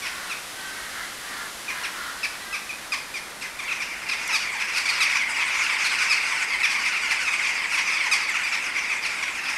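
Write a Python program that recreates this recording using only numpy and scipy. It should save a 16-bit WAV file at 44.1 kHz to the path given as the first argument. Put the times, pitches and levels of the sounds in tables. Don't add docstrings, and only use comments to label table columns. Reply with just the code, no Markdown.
import sys
import numpy as np
from scipy import signal
from scipy.fft import rfft, irfft, next_fast_len
from scipy.io import wavfile
from scipy.ndimage import uniform_filter1d

SR = 44100
rng = np.random.default_rng(int(sys.argv[2]) if len(sys.argv) > 2 else 0)


def dump(signal):
    limited = np.clip(np.atleast_2d(signal).T, -1, 1)
    pcm = np.round(limited * 32767).astype(np.int16)
    wavfile.write(sys.argv[1], SR, pcm)


N = 422037
CUTOFF_HZ = 15700

# (time [s], length [s], starting pitch [Hz], body level [dB],
# upper harmonics relative to the body [dB], hoarseness [0-1])
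NEAR_TCHAKS = [(.02, 0.059, 1174, -35, -7.5, 0.98), (.04, 0.059, 1450, -40, -12, .9),
               (.296, 0.036, 1375, -34.5, -8.5, 0.24), (1.681, 0.035, 1226, -32.5, -13, 0.73),
               (1.834, 0.026, 1460, -32.5, -9, 0.63), (2.231, 0.025, 1340, -29.5, -6, 0.66),
               (2.527, 0.034, 1328, -32, -8.5, 0.42), (2.692, 0.021, 1278, -34.5, -14, 0.05),
               (2.92, 0.027, 1260, -28, -7, 0.52), (3.14, 0.045, 1225, -35, -6.5, 0.54),
               (3.411, .022, 1387, -37.5, -4, 0.5), (3.435, 0.031, 1065, -36.5, -15, 1),
               (3.59, 0.017, 1224, -35, -11.5, 0.23), (3.68, 0.026, 1398, -32.5, -20, 0.3),
               (3.709, .025, 1360, -30, -13.5, .4), (3.802, 0.034, 1212, -32.5, -8, 0.96),
               (4.087, .015, 1351, -31.5, -4.5, 1), (4.111, 0.028, 1296, -30, -10, 0.48),
               (4.29, 0.035, 1450, -32, -7, .6), (4.327, 0.044, 1322, -28, -1.5, .45),
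               (4.599, 0.027, 1310, -30.5, -10, 0.88), (4.722, 0.058, 1400, -34.5, -5.5, 0.54),
               (4.761, 0.027, 1460, -29, -2.5, 0.68), (4.855, 0.015, 1183, -33, -1.5, 0.33),
               (4.888, 0.019, 1257, -29, 0, 0.46), (5.004, .036, 1320, -25.5, -3, 0.51),
               (5.052, 0.03, 1333, -28, -13, 0.72), (5.152, 0.024, 1173, -27, -7.5, 0.8),
               (5.382, 0.069, 1354, -30.5, -16, 0.45), (5.608, 0.014, 1236, -28.5, -13, 0.2),
               (5.68, 0.029, 1194, -33, -23, 0.12), (5.843, 0.034, 1467, -32, 1.5, 0.62),
               (5.978, 0.066, 1446, -30, -9, 0.88), (6.016, 0.014, 1255, -32.5, -3, 0.3),
               (6.098, 0.04, 1312, -25, -4, 0.47), (6.631, 0.03, 1333, -24.5, -10, 0.65),
               (6.698, 0.033, 1256, -34, -2.5, 0.7), (6.851, 0.042, 1335, -29.5, -8.5, 0.45),
               (7.106, 0.024, 1197, -28.5, -7.5, 0.77), (7.273, 0.024, 1298, -27, -16, 0.07),
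               (7.42, .06, 1300, -29.5, -11.5, 0.82), (7.72, 0.046, 1423, -30, -6.5, 0.64),
               (7.772, 0.026, 1150, -26.5, -10.5, 0.77), (7.902, 0.051, 1324, -31, -14, .4),
               (8.113, 0.031, 1293, -25, -3, .3), (8.342, .02, 1380, -28, -16, 0.23),
               (8.434, 0.025, 1220, -33, -5, 0.1), (8.525, 0.033, 1390, -29.5, -9, .5),
               (8.765, 0.034, 1198, -28.5, -12, 0.65), (8.901, 0.046, 1300, -28.5, -15, 0.62),
               (9.048, .023, 1410, -32, -4.5, 0.44), (9.226, 0.013, 1173, -28.5, -11.5, 0.43),
               (9.483, .023, 1395, -31, -9.5, 0.6)]
# (frequency [Hz], gain [dB])
JACKDAW_FORMANTS = [(600, -29), (900, -14), (1250, -12), (1600, 1), (2000, -2), (2500, 5), (3100, -10),
                    (4000, -10), (5000, -11), (6000, -10), (7000, -14.5), (8600, -9), (11500, -16.5),
                    (15000, -45)]


def near_jackdaws(split_hz=3300, clear_end_hz=1168, hoarse_end_hz=840.6, directions=8):
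    direct, to_walls = np.zeros(N), np.zeros((directions, N))
    lows, highs = (signal.butter(4, split_hz, kind, fs=SR, output="sos") for kind in ("low", "high"))
    for i, (s, length, pitch, db, bright_db, hoarse) in enumerate(NEAR_TCHAKS):
        end_hz = clear_end_hz + hoarse * (hoarse_end_hz - clear_end_hz)
        note = tchak(length, pitch, fall=1 - end_hz / pitch, jitter=.045 * hoarse, rasp=.55 * hoarse)
        call = coloured(note, JACKDAW_FORMANTS)
        beak_hz = 4450 - 102 * bright_db
        overtones = beak(signal.sosfilt(highs, call), beak_hz, width_hz=700, lift=5.5)
        body = from_db(db) * rms_one(signal.sosfilt(lows, call))
        edge = from_db(db + bright_db) * rms_one(overtones)
        add(direct, s, body + edge)
        add(to_walls[i % directions], s, from_db(-4) * body + from_db(-3) * edge)
    early = sum(house_fronts(birds, t60=.33, dull_hz=11200, first_s=.012) for birds in to_walls)
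    late = from_db(-10) * house_fronts(direct, t60=.92, dull_hz=4000)
    return direct + early + late


def tchak(length, pitch, fall, jitter, rasp, attack_s=.00031, release_s=.0074, bend=1.7, swell=.35):
    t = np.arange(int((length + 4 * release_s) * SR)) / SR
    progress = np.minimum(t / length, 1.2)
    glide_hz = pitch * (1 - fall * progress ** bend)
    roughness = .5 + progress
    voice = syrinx(glide_hz, jitter * roughness, rasp * roughness, flutter_hz=1403)
    onset = 1 - np.exp(-t / attack_s)
    release = np.exp(-np.maximum(t - .85 * length, 0) / release_s)
    return voice * onset * (1 + swell * progress) * release


def syrinx(pitch, jitter, rasp, flutter_hz, uneven_db=2.5):
    pitch = pitch * (1 + jitter * wobble(len(pitch), flutter_hz))
    phase = 2 * np.pi * (np.cumsum(pitch) / SR + rng.random())
    harmonic = np.arange(1, 15)[:, None]
    strength = from_db(uneven_db * rng.standard_normal(harmonic.shape)) * (harmonic * pitch < CUTOFF_HZ)
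    stack = (strength * np.cos(harmonic * phase + 2 * np.pi * rng.random(harmonic.shape))).sum(0)
    puffs = rasp * rng.standard_normal(len(pitch)) * (1 + np.cos(phase))
    return rms_one(stack) + puffs


def beak(x, hz, width_hz=750, lift=4.27):
    b, a = signal.iirpeak(hz, hz / width_hz, fs=SR)
    return x + lift * signal.lfilter(b, a, x)


# (time [s], level [dB])
CHORUS_LEVELS = [(3.65, -33), (3.76, -35.5), (4.1, -34), (4.28, -29.5), (4.74, -29.5), (5.03, -25.5),
                 (5.45, -25.5), (5.61, -24), (6.11, -25), (6.22, -25), (7.41, -25.5), (7.54, -26),
                 (7.75, -27.5), (7.95, -24), (8.66, -28.5), (9.32, -30), (9.57, -28.5)]
# (frequency [Hz], gain [dB])
CHORUS_SPECTRUM = [(450, -18.5), (680, -9), (880, 3), (1250, -10.5), (1550, 5), (2100, 9.5), (2500, 2),
                   (3000, -3), (3900, -21), (4900, -13), (6900, -21), (8600, -18.5), (11300, -23.5),
                   (15500, -53)]
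# (time [s], call rate [1/s], level of the hiss [dB])
CALL_RATE_AND_HISS = [(0, 56, -38), (2, 38, -38.5), (3.3, 46.4, -41.5), (4.8, 170, -44.5), (8, 170, -49),
                      (9.57, 115.3, -45.5)]


def distant_flock(sky_parts=4, chatter_db=-52, join_s=.14):
    calls_per_s, _ = in_time(CALL_RATE_AND_HISS)
    calls = sum(flock_part(calls_per_s / sky_parts) for _ in range(sky_parts))
    chorus = coloured(calls, CHORUS_SPECTRUM)
    running_rms = np.sqrt(uniform_filter1d(chorus ** 2, int(.1 * SR)) + 1e-6)
    level_db, = in_time([(CHORUS_LEVELS[0][0] - join_s, chatter_db)] + list(CHORUS_LEVELS))
    return from_db(level_db) * chorus / running_rms


def flock_part(calls_per_s, spread_db=3, pitch_hz=1310, pitch_spread=.075, birds=70):
    voices = []
    for long, steep, bright in rng.random((birds, 3)):
        pitch = pitch_hz * np.exp(pitch_spread * rng.normal())
        note = tchak(.02 + .025 * long, pitch, fall=.0993 + .159 * steep, jitter=.021, rasp=.33)
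        voices.append(beak(note, hz=4000 + 4500 * bright ** 2))
    out = np.zeros(N)
    starts = np.flatnonzero(rng.random(N) < calls_per_s / SR)
    for start, (who, nearness) in zip(starts, rng.random((len(starts), 2))):
        db = spread_db * min(-np.log(1 - nearness), 2.5)
        add(out, start / SR, from_db(db) * voices[int(who * birds)])
    return out + from_db(-3) * house_fronts(out, t60=.32, dull_hz=7850)


# (time [s], length [s], top pitch [Hz], mid-caw level [dB], hoarseness [0 = clear])
ROOK_CAWS = [(0, 0.36, 370, -39, 0.85), (0.541, 0.19, 386, -40, 0.37), (0.673, 0.24, 317, -40, 0.64),
             (0.903, 0.18, 333.3, -36.5, 1.16), (1.188, 0.21, 384, -38.5, 0.72),
             (1.305, 0.17, 347, -37.5, 0.93), (1.666, .24, 335, -36, 0.91), (1.918, 0.22, 349.6, -36, 1.1),
             (2.13, 0.25, 380, -42, 0.25), (2.375, 0.26, 400, -41.5, 0.19)]
# (frequency [Hz], gain [dB])
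ROOK_FORMANTS = [(400, -33), (1000, -1.5), (1450, 5.5), (2000, 4), (2500, -10), (3400, -7.5), (5200, -12),
                 (7000, -24)]


def far_rooks(arch=.0486):
    out = np.zeros(N)
    for s, length, pitch, db, hoarse in ROOK_CAWS:
        swell = np.sin(np.linspace(0, np.pi, int(length * SR))).clip(0) ** .5
        arch_hz = pitch * (1 + arch * (swell - 1))
        voice = syrinx(arch_hz, jitter=.0618 * hoarse, rasp=1.2 * hoarse, flutter_hz=301.5, uneven_db=2.6)
        add(out, s, from_db(db) * coloured(voice, ROOK_FORMANTS) * swell)
    return out + from_db(-1) * house_fronts(out, t60=.56, dull_hz=5000)


# (time [s], level before envelope and filter [dB])
DRY_TICKS = [(4.276, -15), (8.296, -19)]


def ticks(decay_s=.0023, band_hz=(7000, 11500)):
    out, t = np.zeros(N), np.arange(SR // 25) / SR
    envelope = np.exp(-t / decay_s) * (1 - np.exp(-2 * t / decay_s))
    for s, db in DRY_TICKS:
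        add(out, s, from_db(db) * rng.standard_normal(len(t)) * envelope)
    return signal.sosfilt(signal.butter(3, band_hz, "band", fs=SR, output="sos"), out)


# (frequency [Hz], gain [dB])
TOWN_SPECTRUM = [(20, -9), (45, 3.5), (100, -7), (180, 1.5), (280, 3), (450, 2), (1000, 6), (2000, 7),
                 (4000, -40)]


def town(level_db=-41.5):
    return from_db(level_db) * coloured(rng.standard_normal(N), TOWN_SPECTRUM)


# (frequency [Hz], gain [dB])
HISS_SPECTRUM = [(1000, -6.5), (3000, 1.5), (5000, -1), (7000, -3.5), (10000, -4), (12500, -9),
                 (15500, -27)]


def hiss():
    _, level_db = in_time(CALL_RATE_AND_HISS)
    return from_db(level_db) * coloured(rng.standard_normal(N), HISS_SPECTRUM)


def house_fronts(x, t60, dull_hz, first_s=.006, echoes_per_s=900):
    t = np.arange(SR) / SR
    echoes = rng.standard_normal(SR) * (rng.random(SR) < echoes_per_s / SR)
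    echoes *= (t > first_s) * from_db(-60 * t / t60)
    echoes /= np.sqrt(np.sum(echoes ** 2))
    reflected = signal.fftconvolve(x, echoes)[:N]
    return signal.sosfilt(signal.butter(1, dull_hz, fs=SR, output="sos"), reflected)


def from_db(db):
    return 10 ** (np.asarray(db) / 20)


def rms_one(x):
    return x / np.sqrt(np.mean(x ** 2) + 1e-20)


def in_time(rows):
    s, *columns = np.transpose(rows)
    return [np.interp(np.arange(N) / SR, s, column) for column in columns]


def coloured(x, spectrum):
    size = next_fast_len(len(x))
    hz, db = np.transpose(spectrum)
    bin_hz = np.maximum(np.fft.rfftfreq(size, 1 / SR), 1)
    gain = from_db(np.interp(np.log(bin_hz), np.log(hz), db))
    return rms_one(irfft(rfft(x, size) * gain, size)[:len(x)])


def wobble(size, hz):
    knots = np.arange(size) * hz / SR
    return np.interp(knots, np.arange(size // 8 + 2), rng.standard_normal(size // 8 + 2))


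def add(track, s, sound):
    start = max(0, int(s * SR))
    part = track[start:start + len(sound)]
    part += sound[:len(part)]


def scene():
    backdrop = distant_flock() + town() + hiss()
    return (near_jackdaws() + far_rooks() + ticks() + backdrop)[None]


def record(dry):
    return signal.sosfilt(signal.ellip(14, .1, 80, CUTOFF_HZ, fs=SR, output="sos"), dry)


dry = scene()
out = record(dry)
dump(out)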